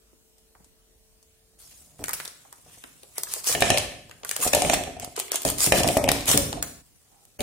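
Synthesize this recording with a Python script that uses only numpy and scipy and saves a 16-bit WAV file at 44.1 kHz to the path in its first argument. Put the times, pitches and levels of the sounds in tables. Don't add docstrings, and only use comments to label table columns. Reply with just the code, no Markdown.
import sys
import numpy as np
from scipy import signal
from scipy.io import wavfile
from scipy.ndimage import uniform_filter1d, minimum_filter1d

SR = 44100
rng = np.random.default_rng(int(sys.argv[2]) if len(sys.argv) > 2 else 0)


def pcm_store(signal):
    levels = np.round(np.clip(np.atleast_2d(signal), -1, 1) * 32767)
    wavfile.write(sys.argv[1], SR, levels.astype(np.int16).T)


def rack_gain(trim_db):
    fader = np.asarray(trim_db, float)
    return 10 ** (fader / 20)


N = 327222

# (t/s, snap level/dB, crease f/Hz, pat level/dB, pat f/Hz)
GRIPS = [(2.04, -11, 8100, -25, 1610), (2.082, -12.5, 8700, -26, 1280), (2.0925, -11.5, 9300, -25, 900),
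         (2.1322, -13.5, 14500, -25, 1630), (2.2, -25.5, 3000, -28, 1440), (2.255, -24, 3270, -35, 1470),
         (2.5265, -25.5, 8850, -39.5, 880), (2.8382, -30.5, 2450, -37, 1190),
         (3.032, -33.5, 2760, -45.5, 412), (3.181, -7, 10000, -45.5, 795),
         (3.3369, -5.5, 12000, -52.5, 784), (4.095, -38, 4100, -42, 560), (4.1118, -30.5, 2570, -36, 1420),
         (4.233, -31, 2740, -35, 508), (4.248, -16, 10600, -31, 1170), (4.312, -6.5, 8490, -23.5, 1570),
         (4.3637, -7, 8800, -30, 1000), (5.1756, -26.5, 6290, -26, 397), (5.3433, -11.5, 5460, -26.5, 484),
         (6.528, -18, 3140, -23.5, 690), (6.626, -5, 8700, -22.5, 1400)]
# (t/s, peak level/dB, struck f/Hz, edge share/dB, table share/dB)
DROPS = [(1.993, -26, 272, -25, 0), (3.488, -21.5, 420, -17.5, -11), (3.546, -13, 750, 0.5, -7.5),
         (3.619, -8, 730, 3.5, -52), (3.7, -8.5, 720, 2, -12.5), (3.74, -13.5, 739, -2, -32),
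         (3.842, -24, 700, -11, -11), (3.915, -27.5, 716, 2, -27), (4.392, -20.5, 346, -5.5, -13),
         (4.448, -15, 670, -20.5, -14), (4.531, -10.5, 734, 4.5, -34), (4.545, -9.5, 710, -25, -28.5),
         (4.565, -10.5, 700, -17, -29.5), (4.617, -11, 740, -2.5, -12), (4.645, -11.5, 690, -2, -8.5),
         (4.694, -9.5, 710, 0.5, -11), (4.718, -22, 644, -12, -8), (4.731, -10, 721, -1, -16),
         (4.774, -18, 725, -7, -14.5), (4.869, -19.5, 780, -11, -18), (4.963, -21.5, 790, -17.5, -16),
         (5.025, -22, 720, -15, -22.5)]
HEAP = [(5.448, -11, 667, -7, -5.5), (5.668, -17, 288, 5, 3), (5.719, -3.8, 572, 2, -16),
        (5.841, -9.5, 675, -10, -11), (5.884, -11.5, 560, 4, -7), (5.764, -16.5, 515, -10, 10),
        (5.801, -10.5, 583, -8, -10), (5.942, -18, 646, -20, -26), (5.966, -6.5, 598, -6.5, -9.5),
        (6.038, -10.5, 577, -2.5, -11), (6.049, -29, 640, -27, -8), (6.074, -11, 730, -6.5, -13),
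        (6.085, -9.5, 783, 5.5, -2.5), (6.28, -15.5, 669, -17, -3), (6.34, -10, 245, -16, 5),
        (6.35, -16.5, 329, -17, -15), (6.374, -15, 486, 2, -14), (6.536, -27.5, 585, -22, 12.5),
        (6.569, -18, 696, -16.5, -22), (7.39, -20, 616, -4, -10), (7.402, -15, 680, -3, 0.5)]
BLOWS = DROPS + HEAP
# (f/Hz, level/dB, t60/s)
BOWL = [(485.4, 3.5, 0.067), (609, 7, 0.045), (571.5, -5, 0.14), (710, -14.5, 0.13), (709, 11.5, 0.03),
        (770, -20.5, 0.0072), (880, -21, 0.014), (1100, -12.5, 0.012), (1350, -14.5, 0.01)]
# (f/Hz, level/dB, t60/s)
WALL = [(1240, -12, 0.033), (1692, -11.5, 0.038), (1787, -5, 0.041), (1950, -19, 0.014), (2340, -10, 0.034),
        (2380, -9.5, 0.08), (2475, -7.5, 0.07), (2620, -7, 0.066), (2846, -10.5, 0.054),
        (2970, -11.5, 0.05), (3320, -18.5, 0.041), (3700, -16, 0.025), (4044, -10.5, 0.06),
        (5580, 10.5, 0.0044)]
# (f/Hz, level/dB, t60/s)
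TABLE = [(48, -6.5, 0.25), (88.5, -10.5, 0.81), (122, 3, 0.1), (169, 5, 0.044), (247.5, 2.5, 0.12),
         (290, 9.5, 0.083), (354.3, 0, 0.16), (417.8, 7.5, 0.08)]

HARD_DB = -7.5
HUM_END_S = 1.66


def evened(x):
    return x / np.sqrt(np.mean(x ** 2) + 1e-20)


def peaked(x):
    return x / (abs(x).max() + 1e-20)


def read(points, hz):
    f, value = np.transpose(points)
    return np.interp(np.log(hz + 1), np.log(f + 1), value)


def curves(rows):
    s, *columns = np.transpose(rows)
    return [np.interp(np.arange(N) / SR, s, c) for c in columns]


def add(mix, s, sound):
    part = mix[:, round(s * SR):][:, :sound.shape[1]]
    part += sound[:, :part.shape[1]]


def coloured(x, points):
    log_gain = read(points, abs(np.fft.fftfreq(4096, 1 / SR))) * np.log(10) / 20
    taps = np.fft.ifft(np.exp(np.conj(signal.hilbert(log_gain)))).real[:2048]
    return signal.oaconvolve(x, taps[None], axes=1)[:, :x.shape[1]]


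def band(x, hz, width):
    r = np.exp(-np.pi * width * hz / SR)
    return signal.lfilter([1, 0, -1], [1, -2 * r * np.cos(2 * np.pi * hz / SR), r * r], x)


def above(x, hz):
    return signal.sosfilt(signal.butter(3, hz, "high", fs=SR, output="sos"), x)


def ring(modes, weights, detune=1, size=9000):
    hz, db, t60 = np.transpose(modes)[:, :, None]
    t = np.arange(size) / SR
    decay = rack_gain(db - 60 * t / np.maximum(t60, .003))
    return weights @ (decay * np.sin(2 * np.pi * hz * detune * t))


def grains(per_s, spread_db, alike):
    size = rack_gain(spread_db * np.minimum(rng.exponential(1, N), 5)) * (rng.random(N) < per_s / SR)
    sign = rng.standard_normal((3, N))
    return evened(size * (alike * sign[0] + sign[1:]))


def patchy(x, depth_db, size, wide, long):
    hz, t, z = signal.stft(x, SR, nperseg=size)
    field = uniform_filter1d(rng.standard_normal(z.shape[1:]), size=wide, axis=0)
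    field = evened(uniform_filter1d(field, size=long, axis=1))
    return signal.istft(z * rack_gain(depth_db * field), SR, nperseg=size)[1][:, :N]


def snaps(rows, crunch_t60):
    # (f/Hz, level/dB)
    snap_colour = [(400, 20), (1500, -12), (4000, -5), (9000, 0.5), (13000, -10.5), (15600, -14.5),
                   (16500, -24.5)]
    out, t = np.zeros((2, N)), np.arange(-100, 1600) / SR
    release = np.array([[0, 0, 0, 1, -1], [1, -1, 0, 0, 0]])
    for s, db, hz, crunch_db in rows:
        pan_db = 0.96 + 1.3 * rng.standard_normal()
        strain = rack_gain(-7 + 60 * t / 0.0081)
        crunch = rack_gain(-60 * t / 0.0046) + rack_gain(crunch_db - 3.0 - 60 * t / crunch_t60)
        noise = rng.standard_normal((3, len(t)))
        fizz = (0.5 * noise[0] + noise[1:]) * np.where(t < 0, strain, crunch)
        fizz[:, 100:105] += 7 * release * (hz > 5000)
        broad = np.clip(hz / 4500 - .12, 0, 1.3) * peaked(coloured(fizz, snap_colour))
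        pitched = peaked(band(band(fizz, hz, 0.98), hz, 0.98))
        tick = above(broad + 0.2 * pitched, min(hz / 2, 1000))
        pan = rack_gain(np.array([[pan_db / 2], [-pan_db / 2]]))
        add(out, s + t[0] + .001, rack_gain(db + 2.5) * peaked(tick) * pan)
    return out


def creases(rows, hz, crunch_db):
    scatter = 1 + 0.049 * rng.uniform(-0.99, 1, len(rows))
    return [(s, db, hz * u, crunch_db) for (s, db), u in zip(rows, scatter)]


def foil_snaps():
    # (t/s, peak level/dB)
    bends = [(2.0582, -23), (2.1086, -18), (2.1382, -18), (3.234, -8.5), (3.3012, -34.5), (3.316, -31.5),
             (3.442, -33), (3.606, -9), (4.292, -9.5), (4.4023, -16), (4.9977, -18), (5.0457, -16),
             (5.125, -38.5), (5.1637, -16), (5.3178, -5.5), (5.4188, -13.5), (5.4321, -17), (5.583, -11),
             (5.8744, -35), (6.116, 2), (6.2565, -16), (6.3745, 6.5), (7.252, -36.5)]
    # (t/s, peak level/dB)
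    catches = [(3.47, -8), (3.5248, -11.5), (4.4199, -18.5), (4.4527, -32), (4.474, -10.5), (4.5479, -3),
               (5.1906, -18), (5.198, -10), (5.3564, -11), (5.4499, -4.5), (5.4997, -7.5), (5.6173, -5),
               (5.641, -3.5), (5.6506, -10.5), (6.2896, -5), (6.3136, 0)]
    # (t/s, peak level/dB, f/Hz)
    clicks = [(3.614, -17.5, 3410), (3.7737, -8, 2520), (3.7829, -9, 4630), (4.745, -23.5, 2360),
              (4.836, -21, 2194), (5.281, -32.5, 2606), (5.4783, -17, 3980), (5.4874, -10.5, 3490),
              (5.6043, -8.5, 4540), (5.663, -2, 6020), (5.833, -9, 2750), (5.876, -8.5, 4300),
              (6.207, -23, 3620),
              (3.7021, -5, 4800), (3.7806, -8, 9630), (4.532, -1, 10100), (4.568, -16.5, 7670),
             (4.62, -8, 4960), (4.6978, -13, 5000), (4.738, -1.5, 10400), (4.748, -19.5, 10900),
             (5.663, -1, 9790), (5.835, -12.5, 6620), (5.883, -20.5, 10920), (5.9726, -5.5, 7940),
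             (6.0392, -13.5, 7000), (6.084, -26, 9000), (6.2816, -12, 4380), (3.4424, -24, 4200),
             (2.251, -19, 7300), (2.2772, -24.5, 4900), (5.1773, -26.5, 900), (5.331, -27.5, 1370),
             (6.529, -34, 1090), (3.184, -39, 1390), (3.465, -12.5, 9000), (5.7212, -4, 2150),
             (6.089, -8, 3680), (6.092, -11.5, 1740), (4.699, -12, 1760), (4.741, -11.5, 1750),
             (4.535, -10.5, 2480), (5.838, -20, 2680), (7.405, -14.5, 2900)]
    snap_crunch_db, edge_crunch_db = -8.5, -9
    rows = [(s, db, hz, snap_crunch_db) for s, db, hz, _, _ in GRIPS]
    rows += creases(bends, 10000, snap_crunch_db)
    rows += creases(catches, 8700, 3.5)
    rows += [(s, db, hz, edge_crunch_db) for s, db, hz in clicks]
    for s, db, _, edge_db, _ in BLOWS:
        softness_db = 0.49 * min(db - HARD_DB, 0)
        rows.append((s + 0.0032, db + edge_db + softness_db, 2170, edge_crunch_db))
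    return rows


def pats():
    # (t/s, peak level/dB, f/Hz)
    touches = [(.13, -52, 225), (.382, -45.5, 7970), (.55, -47, 770), (.6, -52, 185), (.602, -58, 746),
               (.644, -41, 6860), (.661, -59, 200), (1.227, -45, 5900), (2.45, -45.5, 700),
               (2.839, -45, 324), (3.269, -36, 1180), (3.362, -33.5, 510), (2.0968, -31, 1580)]
    packet = [(s - .001, pat_db, pat_hz) for s, _, _, pat_db, pat_hz in GRIPS]
    return [(s, db, hz, 1.5) for s, db, hz in packet + touches]


def cracks():
    # (t/s, peak level/dB)
    folds = [(2.0403, -32), (2.0818, -32), (2.0935, -25), (2.097, -26), (2.109, -32), (2.1335, -6.5),
             (3.3378, -13), (4.5485, -6), (3.183, -17), (3.2338, -11.5), (4.294, -18.5), (5.1935, -11.5),
             (5.318, -9.5), (5.358, -15), (5.5015, -8), (6.375, -12), (5.605, -14.5), (5.6415, -14),
             (5.9715, -9), (6.0424, -21), (6.627, -7.5)]
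    out, t = np.zeros((2, N)), np.arange(-20, 60) / SR
    for s, db in folds:
        tone = np.sin(2 * np.pi * rng.uniform(7000, 17000, (2, 1)) * t)
        pulse = tone * np.exp(-abs(t) / np.where(t < 0, .00006, .00018))
        add(out, s, rack_gain(db) * peaked(pulse))
    return out


def slides():
    # (f/Hz, level/dB)
    rustle = [(300, -54), (1000, -6), (2500, -12.5), (5000, -7.5), (9000, -3), (13000, -11), (16500, -8)]
    # (f/Hz, level/dB)
    muffle = [(9500, 4), (12000, -8.5), (16000, -19)]
    # (start t/s, length/s, rms level/dB, dull share/dB, rise/s)
    strokes = [(1.583, 0.34, -49.5, -24.5, 0.028), (1.883, 9.8, -61.5, -15.5, 0.044),
               (1.983, 0.19, -48.5, -23, 0.059), (2.134, 0.021, -30, -31, .003),
               (2.144, 0.18, -45, -13, 0.033), (2.308, 0.48, -68, -25, 0.24),
               (2.662, 0.32, -55.5, -13, 0.05), (2.95, 0.2, -58, -26.5, 0.28),
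               (3.154, 0.044, -39.5, -21, 0.036), (3.273, 0.14, -35, -22.5, 0.071),
               (3.435, 0.038, -31, -22, 0.024), (3.467, 0.092, -21, -16, 0.014),
               (3.602, 0.26, -28.5, -0.5, 0.012), (4.256, 0.37, -40, -22, .04),
               (4.41, 0.057, -20, -21, 0.022), (4.463, 0.036, -26.5, -14.5, 0.0097),
               (4.519, 0.062, -30.5, 3.5, .02), (4.545, 0.25, -30, -9, 0.091),
               (4.714, 0.026, -27, -6, 0.021), (4.994, 0.045, -41, -3.5, 0.037),
               (5.154, 0.057, -35, 0, 0.041), (5.3, 0.075, -31.5, -1.5, 0.049),
               (5.451, 0.077, -26, -13.5, 0.036), (5.576, 0.12, -21, -24.5, 0.053),
               (5.736, 0.076, -22, -12, 0.044), (5.858, 0.15, -30, -17.5, 0.014),
               (6.051, 0.21, -37, 7, 0.034), (6.263, 0.095, -18, -13.5, 0.051),
               (6.36, 0.049, -53, -10, 0.037), (6.325, 0.034, -31.5, -13, 0.029),
               (6.85, 0.38, -85, -33, .04), (7.389, 0.049, -34, -14, 0.034)]
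    clumps = rack_gain(1.7 * evened(uniform_filter1d(rng.standard_normal(N), size=250)))
    streaky = patchy(grains(20000, 1.2, 0.39), 2.6, size=512, wide=2, long=8)
    crackle = patchy(streaky * clumps, 2.2, size=256, wide=9, long=9)
    broad = evened(coloured(crackle, rustle))
    soft, thin = coloured(broad, muffle), above(broad, 2000)
    dull = evened(band(band(crackle, 2800, 1.1), 2800, 1.1))
    out = np.zeros((2, N))
    for start, length, db, dull_db, rise in strokes:
        top, end = start + max(rise, .002), start + max(length, 1.9 * rise, .01)
        t = np.arange(start, min(end, N / SR), 1 / SR)
        part = slice(round(start * SR), round(start * SR) + len(t))
        stroke = np.interp(t, [start, top, end], [0, 1, 0]) ** 0.54
        damped = np.clip((dull_db + 14.5) / 10, 0, 1)
        light = np.clip((-dull_db - 22.5) / 8, 0, 1)
        free = light * thin[:, part] + (1 - light) * broad[:, part]
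        foil_hz = 8800 * rack_gain(-.25 * np.clip(dull_db + 13.0, 0, 12))
        colour = (1 - damped) * free + damped * soft[:, part]
        colour = colour + 0.47 * evened(band(crackle[:, part], foil_hz, 0.62))
        colour = colour + rack_gain(dull_db) * dull[:, part]
        add(out, start, rack_gain(db) * evened(colour) * stroke[:colour.shape[1]])
    return above(out, 500)


def knocks():
    out = np.zeros((2, N))
    bowl_hz = np.transpose(BOWL)[0]
    in_bowl, in_table = slice(0, len(BOWL)), slice(-len(TABLE), None)
    in_wall = slice(len(BOWL), -len(TABLE))
    push = np.exp(-(np.arange(-40, 40) / (SR * 0.00017)) ** 2)
    heap_damping = rack_gain(-60 * np.arange(9000) / (SR * .05))
    for s, db, hz, edge_db, table_db in BLOWS:
        draw = rng.uniform(-1.34, 1, (4, len(BOWL) + len(WALL) + len(TABLE)))
        detune = 1 + 0.049 * draw[3, :, None]
        spot = draw[0] + 0.95 * draw[1:3]
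        near = np.exp(-(np.log(bowl_hz / hz) / 0.17) ** 2) + 0.044
        body = peaked(ring(BOWL, near * (1 + .5 * spot[:, in_bowl]), detune[in_bowl]))
        body += rack_gain(table_db) * peaked(ring(TABLE, 1 + 0.64 * spot[:, in_table]))
        body = signal.oaconvolve(body, push[None], axes=1)[:, 40:9040]
        wall = peaked(ring(WALL, spot[:, in_wall], detune[in_wall] ** 0.17))
        if s >= HEAP[0][0]:
            wall = wall * heap_damping
        swell_s = 0.0057 * np.clip((HARD_DB - db) / 12, .05, 1)
        swell = np.minimum(np.arange(1, 9001) / (SR * swell_s), 1)
        add(out, s + .003, rack_gain(db + 3.5) * (peaked(body) + rack_gain(edge_db - 3) * wall) * swell)
    return out


def aftermath(strengths_db, t60):
    kicks = np.zeros(N)
    np.add.at(kicks, [round(row[0] * SR) for row in BLOWS], rack_gain(2 * strengths_db))
    return signal.lfilter([1], [1, -rack_gain(-120 / (abs(t60) * SR))], kicks)


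def motion():
    # (t/s, rumble level/dB)
    hands = [(0, -86), (1.55, -55), (1.63, -51), (1.8, -48), (1.95, -45), (2.08, -39), (2.35, -50.5),
             (2.6, -56), (2.66, -44), (2.8, -46), (2.9, -50), (3.5, -45.5), (4.3, -43), (6.8, -54.5),
             (6.95, -60), (7.05, -54.5), (7.32, -55)]
    # (f/Hz, level/dB)
    rumble = [(15, -21), (35, 1), (60, -2), (85, -3.5), (160, -0.5), (300, -23), (1000, -60)]
    hands_db, = curves(hands)
    _, db, _, _, table_db = np.transpose(BLOWS)
    loose = np.sqrt(rack_gain(2 * (hands_db - 21)) + aftermath(db - 18.5, 0.32))
    shaken = np.sqrt(rack_gain(2 * hands_db) + aftermath(db + table_db - 4.5, 0.66))
    shell = np.concatenate([BOWL, TABLE, WALL])
    share = np.repeat(rack_gain(np.array([0, -5.5, -8])), [len(BOWL), len(TABLE), len(WALL)])
    rattle = signal.oaconvolve(grains(830, 4.46, 1.6), ring(shell, share)[None], axes=1)[:, :N]
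    shake = coloured(grains(3700, 1.4, 4), rumble) * rack_gain(np.array([[-1.2], [1.2]]))
    return rack_gain(1.5) * loose * evened(rattle) + rack_gain(-18.0) * shaken * evened(shake)


def rub():
    # (start t/s, length/s, rms level/dB, f/Hz, width as a share of f)
    rim_rub = (7.09, .19, -62, 800, .06)
    start, length, db, hz, width = rim_rub
    stroke = np.interp(np.arange(N) / SR, [start, start + .04, start + length], [0, 1, 0])
    return rack_gain(db) * stroke * evened(band(grains(2800, 0.81, 0.26), hz, width))


def kitchen(x):
    # (f/Hz, t60/s)
    room_decay = [(100, 0.87), (300, 0.86), (700, 0.51), (2000, 0.68), (5000, 0.59), (13000, 0.43)]
    taps = np.zeros((2, SR))
    at = np.arange(200, SR - 20, 20) + rng.integers(0, 20, (2, (SR - 201) // 20))
    np.put_along_axis(taps, at, rng.choice([-1., 1.], at.shape), 1)
    hz, t, z = signal.stft(taps, SR, nperseg=512)
    alike = np.clip(read([(300, 0.65), (1500, 0.21)], hz), 0, 1)[:, None]
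    z = z + alike * z[::-1]
    tail = signal.istft(z * rack_gain(-60 * t / read(room_decay, hz)[:, None]), SR, nperseg=512)[1]
    return signal.fftconvolve(x, tail / np.linalg.norm(tail[0]), axes=1)[:, :N]


def turning_kitchen(x):
    turn = np.pi * np.arange(N) / SR * 23
    return sum(kitchen(x * np.sqrt(2 / 3) * np.cos(turn + k * np.pi / 3)) for k in range(3))


def air():
    # (f/Hz, density level/dB per Hz)
    tone_colour = [(20, -7.5), (50, 6), (100, -17), (200, -10), (400, -8), (630, -11), (1000, -17.5),
                   (2000, -18.5), (4000, -16.5), (8500, -13.5), (12500, -19), (16500, -18.5)]
    # (f/Hz, correlation)
    likeness = [(60, -0.61), (180, 0.27), (550, 0.21), (1650, 0.029), (4970, -0.41), (15000, 0.82)]
    # (f/Hz, rms level/dB)
    partials = [(215.3, -82.5), (441.4, -73.5), (629.8, -84)]
    frames, hz = N // 256 + 5, np.fft.rfftfreq(1024, 1 / SR)
    a, b, c, d, patches = rng.standard_normal((frames, 513, 5)).T
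    patches = evened(uniform_filter1d(uniform_filter1d(patches, size=10, axis=0), size=16, axis=1))
    same, left = np.clip(read(likeness, hz), -1, 1)[:, None], a + 1j * b
    z = np.array([left, same * left + np.sqrt(1 - same ** 2) * (c + 1j * d)])
    z *= rack_gain(read(tone_colour, hz)[:, None] + 2.0 * patches)
    tone = signal.istft(z, nperseg=1024, noverlap=768)[1][:, :N]
    t = np.arange(N) / SR
    hum = sum(rack_gain(db) * np.sqrt(2) * np.sin(2 * np.pi * f * t) for f, db in partials)
    hum = hum * np.clip((HUM_END_S - t) / 0.072, 0, 1) * rack_gain(np.array([[1.5], [-1.5]]))
    return rack_gain(-62.5) * evened(tone) + hum


def draught():
    t, flutter_hz = np.arange(N) / SR, 36.5
    puffs = band(band(grains(240, 0.96, 3.9), flutter_hz, 1.04), flutter_hz, 1.04)
    return rack_gain(-65) * evened(puffs) * np.clip((HUM_END_S + .25 - t) / .1, 0, 1)


def scene():
    foil = snaps(foil_snaps(), 0.031) + snaps(pats(), 0.059) + cracks()
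    bowl, sliding = knocks(), slides()
    near = foil + sliding + motion()
    tails = bowl + turning_kitchen(rack_gain(-7.5) * foil + rack_gain(-4.5) * bowl + rack_gain(-7.0) * sliding)
    tail_level = np.interp(np.arange(N) / SR, [6.81, 6.83, 7.375, 7.38], [1, 0, 0, 1])
    return near + tails * tail_level + air() + draught() + rub()


def band_power(z, bins):
    power = (abs(z) ** 2).mean(0)[:bins].reshape(bins // 4, 4, -1).mean(1)
    return uniform_filter1d(power, size=2, axis=1)


def masked(x):
    hz, t, z = signal.stft(x, SR, "cosine", nperseg=1024, noverlap=512)
    power, band_hz = band_power(z, 512), hz[:512:4, None]
    beside = uniform_filter1d(power, size=11, axis=0)
    around = np.maximum(beside, .45 * uniform_filter1d(beside, size=3, axis=1))
    faint = np.clip((band_hz - 11500) / 4500, 0, 1) ** 2 * rack_gain(2 * -33) * power.sum(0)
    margin = rack_gain(-5 + 2 * (band_hz > 10500) - 3.5 * (band_hz < 4700))
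    audible = power > np.maximum(around * margin, faint)
    keep = np.repeat(audible, 4, axis=0) | (hz[:512, None] < 2600)
    z[:, :512] *= np.where(keep, 1, .03)
    return signal.istft(z, SR, "cosine", nperseg=1024, noverlap=512)[1][:, :N]


def shadowed(x):
    hz, t, z = signal.stft(x, SR, "cosine", nperseg=256, noverlap=128)
    power = band_power(z, 128)
    beside = uniform_filter1d(power, size=7, axis=0)
    loudest = -minimum_filter1d(-beside, size=17, axis=1, origin=5)
    weak = (power < loudest * rack_gain(2 * -19)) & (power < .8 * beside)
    emptied = np.repeat(weak, 4, axis=0) & (hz[:128, None] > 2600)
    z[:, :128] *= np.where(emptied, .05, 1)
    top = power[17:23].mean(0)
    snapping = top > 4 * uniform_filter1d(top, size=17)
    z[:, hz > 16000] *= np.where(snapping, 1, .03)
    return signal.istft(z, SR, "cosine", nperseg=256, noverlap=128)[1][:, :N]


def band_limit(x):
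    return signal.sosfilt(signal.butter(12, 16990, fs=SR, output="sos"), x)


def record(dry):
    # (f/Hz, level/dB)
    microphone = [(15, -14), (32, -8), (50, 0), (15300, 0), (15900, -4), (16800, -6), (17050, -12),
                  (17300, -60)]
    limited = 0.8 * coloured(np.tanh(dry * 1.342), microphone)
    return band_limit(shadowed(masked(limited)))


dry = scene()
out = record(dry)
pcm_store(out)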